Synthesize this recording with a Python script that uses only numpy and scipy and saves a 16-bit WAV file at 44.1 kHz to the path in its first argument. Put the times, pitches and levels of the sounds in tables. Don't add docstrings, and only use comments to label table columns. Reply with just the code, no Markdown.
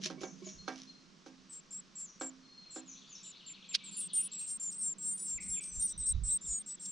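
import sys
import numpy as np
from scipy import signal
from scipy.fft import rfft, irfft, next_fast_len
from scipy.io import wavfile
from scipy.ndimage import map_coordinates

SR = 44100
rng = np.random.default_rng(int(sys.argv[2]) if len(sys.argv) > 2 else 0)


def wav_out(sig):
    wavfile.write(sys.argv[1], SR, np.round(np.clip(np.atleast_2d(sig).T, -1, 1) * 32767).astype(np.int16))


N = 304731
TIME = np.arange(N) / SR

# moment in seconds, strength in dB.
KNOCKS = [(0.101, -36.5), (0.213, -42.5), (0.233, -36), (0.679, -31.5), (1.262, -40.5), (2.211, -34),
          (2.761, -38)]


def from_db(db):
    return 10 ** (np.asarray(db) / 20)


def rms_one(x):
    return x / np.sqrt(np.mean(x ** 2) + 1e-20)


def level_curve(rows):
    return from_db(np.interp(TIME, *np.transpose(rows), left=-np.inf, right=-np.inf))


def at_hz(points, hz):
    point_hz, value = np.transpose(points)
    return np.interp(np.log(hz + 1), np.log(point_hz), value)


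def pan(x, left_db):
    return x * from_db(np.array([[left_db], [-left_db]]) / 2)


def add(track, s, sound):
    at = int(np.clip(round(s * SR), 0, N))
    track[at:at + len(sound)] += sound[:N - at]


def wander(t, rate):
    return map_coordinates(rng.standard_normal(1024), [t * rate], order=3, mode="wrap")


def filtered(x, hz, kind, order=2):
    sections = signal.butter(order, np.clip(hz, 10, .45 * SR), kind, fs=SR, output="sos")
    return signal.sosfilt(sections, x + 1e-18)


def noise(colour):
    # pitch in Hz, likeness of left and right (0 unrelated, 1 the same).
    likeness = [(60, 1), (1000, 0.28), (7000, 0.87)]
    size = next_fast_len(N)
    hz = np.arange(size // 2 + 1) * SR / size
    mid, side = rfft(rng.standard_normal((2, size))) * from_db(at_hz(colour, hz))
    alike = np.clip(at_hz(likeness, hz), 0, 1)
    spectrum = np.sqrt(1 + alike) * mid + np.sqrt(1 - alike) * side * [[1], [-1]]
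    return rms_one(irfft(spectrum, size)[:, :N])


def ring(clicks, hz, t60):
    decay = from_db(-60 / (t60 * SR))
    turn = 2 * np.pi * hz / SR
    return signal.lfilter([0, np.sin(turn)], [1, -2 * decay * np.cos(turn), decay ** 2], clicks + 1e-18)


def echoes(x, t60, spread):
    t = np.arange(SR) / SR
    mid, side = rng.standard_normal((2, SR)) * np.exp(-np.log(1000) * t / t60)
    response = mid + spread * side * [[1], [-1]]
    response = response / np.linalg.norm(response[0])
    return signal.fftconvolve(x[None], response, axes=1)[:, :N]


def fade(t, rise_s, fall_s):
    rise = np.sin(np.pi / 2 * np.clip(t / rise_s, 0, 1))
    fall = np.sin(np.pi / 2 * np.clip((t[-1] - t) / fall_s, 0, 1))
    return rise * fall


def outdoor_air():
    # pitch in Hz, relative level in dB per Hz.
    air_colour = [(25, -9.5), (90, -20), (180, 0), (400, -11.5), (830, -18), (1100, -10.5), (1800, -17),
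                  (6000, -15), (8500, -33), (15000, -71.5)]
    return pan(from_db(-63.5) * noise(air_colour), left_db=-1.5)


def parent_moving(bump_s=0.03):
    # time in seconds, level in dB.
    stir_levels = [(0, -50.5), (1.0, -66.5), (3.5, -73.5), (4.0, -59.5), (4.5, -70.5), (4.9, -60),
                   (6.9, -65)]
    # pitch in Hz, relative level in dB per Hz.
    stir_colour = [(90, -77), (150, 1.5), (195, 14), (235, -6), (340, -2.5), (900, -28.5)]
    # loudest moment in seconds, rumble level in dB.
    weight_shifts = [(0.58, -56.5), (5.359, -54), (5.499, -50), (5.78, -44.5), (5.999, -45), (6.157, -32),
                     (6.215, -44), (6.272, -41.5), (6.501, -48)]
    # pitch in Hz, relative level in dB per Hz.
    rumble_colour = [(20, -4.5), (50, 3), (180, -18), (260, -53)]
    weight = sum(from_db(db) * np.exp(-np.minimum(abs(TIME - s) / bump_s, 20)) for s, db in weight_shifts)
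    rumble = weight * filtered(noise(rumble_colour), 180, "low", order=4)
    stir = level_curve(stir_levels) * filtered(noise(stir_colour), 1100, "low")
    return pan(rumble + stir, left_db=-8.5)


def scrapes(grain_db=4.0):
    # loudest moment in seconds, fall time in seconds, level in dB.
    brush_rows = [(0.0218, 0.0054, -41), (0.04, 0.0057, -34.5), (0.0617, 0.011, -28), (0.214, 0.0091, -44),
                  (0.473, 0.045, -50), (0.79, 0.082, -51)]
    # pitch in Hz, relative level in dB per Hz.
    scrape_colour = [(500, -52), (1600, -12.5), (3500, -3), (4500, -5.5), (6000, 0), (8500, -29),
                     (15500, -3)]
    claw_db, claw_rise_s, claw_fall_s = -9, 0.0017, 0.019
    brushes = [(s, fall, fall, db) for s, fall, db in brush_rows]
    slips = [(s, claw_rise_s, claw_fall_s, db + claw_db) for s, db in KNOCKS]
    stroke = np.zeros(N)
    for s, rise, fall, db in brushes + slips:
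        distance = np.maximum((s - TIME) / rise, (TIME - s) / fall)
        stroke += from_db(db) * np.exp(-distance.clip(0, 40))
    grain = rms_one(from_db(grain_db * wander(TIME, 700)))
    swish = stroke * grain * noise(scrape_colour)
    return pan(swish + from_db(-16.5) * echoes(swish[0], t60=0.23, spread=0.37), left_db=-1.0)


def rim_bumps(vary_db=3, contact_s=0.0017):
    # moment in seconds, level in dB.
    bump_rows = [(0.058, -38.5), (0.179, -47), (0.213, -44), (0.234, -39.5), (0.42, -51.5), (0.466, -46)]
    # pitch in Hz, typical level in dB, time to die by 60 dB in seconds.
    rim_tones = [(367, 2.5, 0.1), (624, -10, 0.16), (1080, -14.5, 0.15), (2264, -15, 0.19)]
    out, t = np.zeros(N), np.arange(SR // 4) / SR
    for s, db in bump_rows:
        tones = np.zeros(len(t))
        for hz, tone_db, t60 in rim_tones:
            level = from_db(tone_db + vary_db * rng.standard_normal() - 60 * t / t60)
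            tones += level * np.sin(2 * np.pi * (hz * t + rng.random()))
        add(out, s, from_db(db) * tones * (1 - np.exp(-t / contact_s)))
    return pan(out, left_db=-6.0)


def knocks(thud_db=-6.5, thud_t60=0.24):
    # pitch in Hz, relative level in dB, time to die by 60 dB in seconds.
    box_tones = [(262, -9.5, 0.79), (321, -7, 0.3), (534.3, -7.5, 0.2), (661, -16, 0.24), (762, -7.5, 0.2),
                 (1262, -0.5, 0.029), (1595, -7, 0.17), (2284, -15.5, 0.33), (4230, 1.5, 0.041)]
    firm_db, firm_hz, db_per_octave = -30.5, 1980, 4
    force, t = np.zeros(N), np.arange(SR // 20) / SR
    for s, db in KNOCKS:
        bright_hz = firm_hz * 2 ** ((db - firm_db) / db_per_octave)
        stutter = rng.standard_normal(len(t)) * np.exp(-t / 0.008)
        contact = .3 * stutter / np.linalg.norm(stutter) + (t == 0)
        add(force, s, from_db(db - 2.5) * filtered(contact, bright_hz, "low", order=1))
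    boards = np.zeros(N)
    for k, (hz, db, t60) in enumerate(box_tones):
        boards += (-1) ** k * from_db(db) * ring(force, hz, t60)
    thud = echoes(filtered(force, [260, 1700], "band"), thud_t60, spread=0.39) * np.sqrt(SR * thud_t60)
    return pan(filtered(boards, 150, "high") + from_db(thud_db) * thud, left_db=-6.0)


def songbirds(wood_db=4.5, twinkle_db=4):
    # start in seconds, level in dB.
    slur_rows = [(0.206, -54.5), (0.431, -53.5), (2.028, -59.5), (2.857, -54.5), (3.087, -54)]
    slur_s, slur_from_hz, slur_to_hz, slur_echo_db = 0.085, 7400, 5430, 4.9
    # start and length in seconds, first and last pitch in Hz, level in dB.
    whistle_rows = [(0.58, 0.05, 4230, 4260, -57.5), (0.869, 0.039, 4167, 4230, -57),
                    (2.42, 0.37, 4270, 4170, -62.5), (5.37, 0.025, 2980, 1823, -51.5),
                    (5.531, 0.054, 3990, 2180, -54), (5.602, 0.39, 6140, 5815, -60)]
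    # start, end, spacing and note length in seconds, each note's first and last pitch
    # in Hz, direct and echo level in dB towards the end, rise in level from start to end in dB.
    trill_rows = [(2.625, 3.75, .0765, .04, 4400, 2250, -55, -52, 13),
                  (2.95, 3.95, .095, .035, 3100, 5000, -66, -53, 0),
                  (3.78, 4.38, .075, .04, 5300, 2200, -63, -52, -2),
                  (6.369, 6.9, .081, .016, 4150, 3300, -57, -63, 3)]
    trills = []
    for first, last, period, *note, direct_db, echo_db, swell_db in trill_rows:
        for s in np.arange(first, last, period):
            effort_db = swell_db * (s - last) / (last - first) + rng.normal(0, 1.5)
            trills.append((s + rng.normal(0, .005), *note, direct_db + effort_db, echo_db + effort_db))
    slurs = [(s, slur_s, slur_from_hz, slur_to_hz, db, db + slur_echo_db) for s, db in slur_rows]
    single = [(*note, db, db + wood_db) for *note, db in whistle_rows]
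    direct, scattered = np.zeros(N), np.zeros(N)
    for s, length, first, last, direct_db, echo_db in slurs + single + trills:
        t = np.arange(int(length * SR)) / SR
        hz = np.geomspace(first, last, len(t)) * (1 + .003 * wander(t, 160))
        hz = hz + .05 * (first - last) * wander(t, 70)
        twinkle = rms_one(from_db(twinkle_db * wander(t, 120)))
        whistle = np.sin(2 * np.pi * np.cumsum(hz) / SR) * twinkle * fade(t, length / 3, length / 4)
        add(direct, s, from_db(direct_db) * whistle)
        add(scattered, s, from_db(echo_db) * whistle)
    return pan(direct + echoes(scattered, t60=0.49, spread=0.21), left_db=1.9)


def cheep(length, pitches, loudest, second_hz, hoarsest, quaver, droop=0.063, droop_s=0.0057,
          rise_db_per_s=170, fall_db_per_s=140, crest_s=0.024, strain_s=0.044, jitter=0.011,
          flutter_db=1.14, second_flutter_db=2):
    warble_hz = 35
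    t = np.arange(int(length * SR)) / SR
    gate = fade(t, .003, .007)
    strain = np.exp(-.5 * ((t - hoarsest * length) / strain_s) ** 2)
    from_peak = t - loudest * length
    slope = np.where(from_peak < 0, rise_db_per_s, fall_db_per_s)
    swell = from_db(-slope * (np.hypot(from_peak, crest_s) - crest_s))
    place = t / t[-1] * (len(pitches) - 1)
    glide = map_coordinates(np.array(pitches, float), [place], order=3, mode="nearest")
    warble = np.sin(2 * np.pi * (warble_hz * t + rng.random() + .2 * wander(t, 20)))
    sag = 1 - droop * np.exp((t - t[-1]) / droop_s)
    bend = (1 + quaver * warble) * sag
    first = glide * bend * (1 + jitter * strain * (1.2 - swell) * wander(t, 500))
    second_glide = second_hz * np.sqrt(glide / np.average(glide, weights=strain))
    second = second_glide * bend * (1 + jitter * wander(t, 500))
    whistle, other = np.sqrt(2) * np.sin(2 * np.pi * np.cumsum([first, second], axis=1) / SR) * gate
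    whistle = whistle * swell * from_db(flutter_db * wander(t, 120))
    other = other * strain * from_db(second_flutter_db * wander(t, 90))
    return whistle, other, strain * fade(t, .018, .025) ** .5


def rasp(strain, snaps_per_s=2600, burst_db=4.0):
    # pitch in Hz, width in Hz, level in dB.
    throat_bands = [(5740, 570, 2.5), (7870, 3900, 0), (9780, 520, -12.5)]
    t = np.arange(len(strain)) / SR
    snap_rate = snaps_per_s * np.exp(.5 * wander(t, 2000))
    count = np.floor(np.cumsum(snap_rate) / SR)
    snaps = np.diff(count, prepend=0) * rng.choice([-1, 1], len(t))
    throat = np.zeros(len(t))
    for hz, width, db in throat_bands:
        throat += from_db(db) * filtered(snaps, [hz - width / 2, hz + width / 2], "band")
    return rms_one(throat) * strain ** 3 * from_db(burst_db * wander(t, 160))


def nestlings(second_db=-3.1, rasp_db=-8.0):
    # start and length in seconds, whistle level in dB, second voice in Hz, level of the hoarse
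    # part (second voice and rasp) in dB, list of whistle pitches in Hz spaced evenly along the call.
    cheep_rows = [ (1.494, .11, -49, 8450, -55, [7900, 7500, 7650]),
                  (1.706, .102, -43.5, 8100, -53, [7350, 7750]), (1.953, .112, -44, 7850, -51, [7430]),
                  (2.198, .103, -43.5, 7900, -52, [7480]), (2.706, .105, -49, 7900, -54, [7300]),
                  (3.23, .092, -50, 7850, -57, [7250]), (3.463, .07, -48, 7850, -72, [7330]),
                  (3.688, .055, -47, 7900, -72, [7400]), (3.838, .068, -49, 8600, -60, [7900, 7250]),
                  (3.91, .09, -47, 9000, -58, [7750, 7350, 7400]),
                  (3.966, .056, -39, 8400, -53, [9300, 9750]),
                  (3.985, .092, -41, 7600, -51, [8000, 8600, 8500]),
                  (4.132, .09, -29.5, 7750, -46, [9250, 8780, 8900]),
                  (4.2, .08, -40, 8100, -47, [9000, 9750, 9400]),
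                  (4.315, .085, -43, 7850, -52, [7400, 7750, 7450]),
                  (4.39, .07, -41, 7450, -47, [8500, 8200]),
                  (4.46, .115, -39, 7450, -45, [8400, 8650, 8550]),
                  (4.597, .11, -37.5, 8600, -48, [7330, 7300, 7050]),
                  (4.7, .08, -45, 7550, -50, [8500, 8150]), (4.78, .108, -37, 9050, -48, [8400, 8750]),
                  (4.813, .124, -36.5, 8000, -48, [7800, 7400, 7450]),
                  (4.982, .158, -39, 8350, -48, [7600, 7550, 7300]),
                  (5.04, .13, -36, 7850, -50, [8500, 8900]),
                  (5.17, .115, -42, 7750, -44, [9050, 9300, 8600]),
                  (5.245, .138, -37.5, 8300, -44, [7750, 7400, 7400]),
                  (5.402, .1, -47, 7600, -46, [8350, 8650]), (5.48, .12, -36, 9250, -44, [7650, 7300]),
                  (5.606, .103, -44, 8000, -47, [8500]), (5.716, .1, -43, 8200, -48, [7800, 7400, 7400]),
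                  (5.795, .077, -32, 9300, -42, [8550, 8800, 9000]), (5.865, .063, -40, 7950, -44, [8480]),
                  (5.976, .085, -37, 8900, -48, [8450, 8100, 8150]),
                  (6.055, .073, -31.5, 7750, -42, [8150, 8600, 8200]),
                  (6.235, .11, -37, 7550, -42, [8150, 7950, 7450]),
                  (6.28, .097, -30.5, 7700, -48, [8000, 8350, 8400]),
                  (6.41, .135, -43, 8250, -54, [7200, 7600, 7550]),
                  (6.46, .163, -39, 7550, -46, [8100, 8150, 8400, 8800]),
                  (6.462, .13, -37.5, 8400, -50, [7200, 6900, 6900]),
                  (6.66, .1, -44, 8400, -47, [7350, 7850, 7700]), (6.795, .16, -43, 8300, -46, [7450])]
    # time in seconds, depth as a share of
    quaver_depths = [(1.5, .014), (3.0, .034), (3.6, .007)]
    loudest, hoarsest = 0.54, 0.359
    out = np.zeros(N)
    for start, length, db, second_hz, hoarse_db, pitches in cheep_rows:
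        quaver = np.interp(start, *np.transpose(quaver_depths))
        whistle, second, strain = cheep(length, pitches, loudest, second_hz, hoarsest, quaver)
        hoarse = from_db(second_db) * second + from_db(rasp_db) * rasp(strain)
        add(out, start, from_db(db) * whistle + from_db(hoarse_db) * hoarse)
    return pan(out + from_db(-24) * echoes(out, t60=.012, spread=2.8), left_db=.6)


def wing_flick():
    # pitch in Hz, relative level in dB per Hz.
    flick_colour = [(600, -45), (1600, -17), (4600, 3.5), (7800, -22), (15500, -23)]
    flick_s, width_s, flick_db = 3.7515, .0048, -23.5
    swell = from_db(flick_db) / np.cosh(np.clip((TIME - flick_s) / width_s, -30, 30)) ** 1.3
    return pan(swell * noise(flick_colour), left_db=-2.5)


def buzzing_song():
    # start in seconds, level in dB.
    buzz_rows = [(5.795, -61), (5.9, -60.5), (6.005, -60.5), (6.104, -59), (6.278, -58)]
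    length_s, from_hz, to_hz, tremble_hz = 0.061, 3550, 3990, 220
    out, t = np.zeros(N), np.arange(int(length_s * SR)) / SR
    for s, db in buzz_rows:
        hz = np.linspace(from_hz, to_hz, len(t)) + tremble_hz * wander(t, 500)
        note = np.sin(2 * np.pi * np.cumsum(hz) / SR) * fade(t, length_s / 3, length_s / 3)
        add(out, s, from_db(db) * note)
    return out + from_db(-2) * echoes(out, t60=0.45, spread=0.53)


def scene():
    parent = parent_moving() + scrapes() + rim_bumps() + knocks() + wing_flick()
    return outdoor_air() + parent + songbirds() + nestlings() + buzzing_song()


def record(dry, edge_hz=10200, mirror_db=-32, leak_db=-42):
    converter_hz, cutoff_hz = 24000, 15600
    heard = filtered(dry, edge_hz, "low", order=24) + from_db(leak_db) * dry
    mirrored = np.real(np.conj(signal.hilbert(heard)) * np.exp(2j * np.pi * converter_hz * TIME))
    heard = heard + from_db(mirror_db) * mirrored
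    top_cut = signal.ellip(10, .2, 80, cutoff_hz, fs=SR, output="sos")
    return signal.sosfilt(top_cut, heard)


dry = scene()
out = record(dry)
wav_out(out)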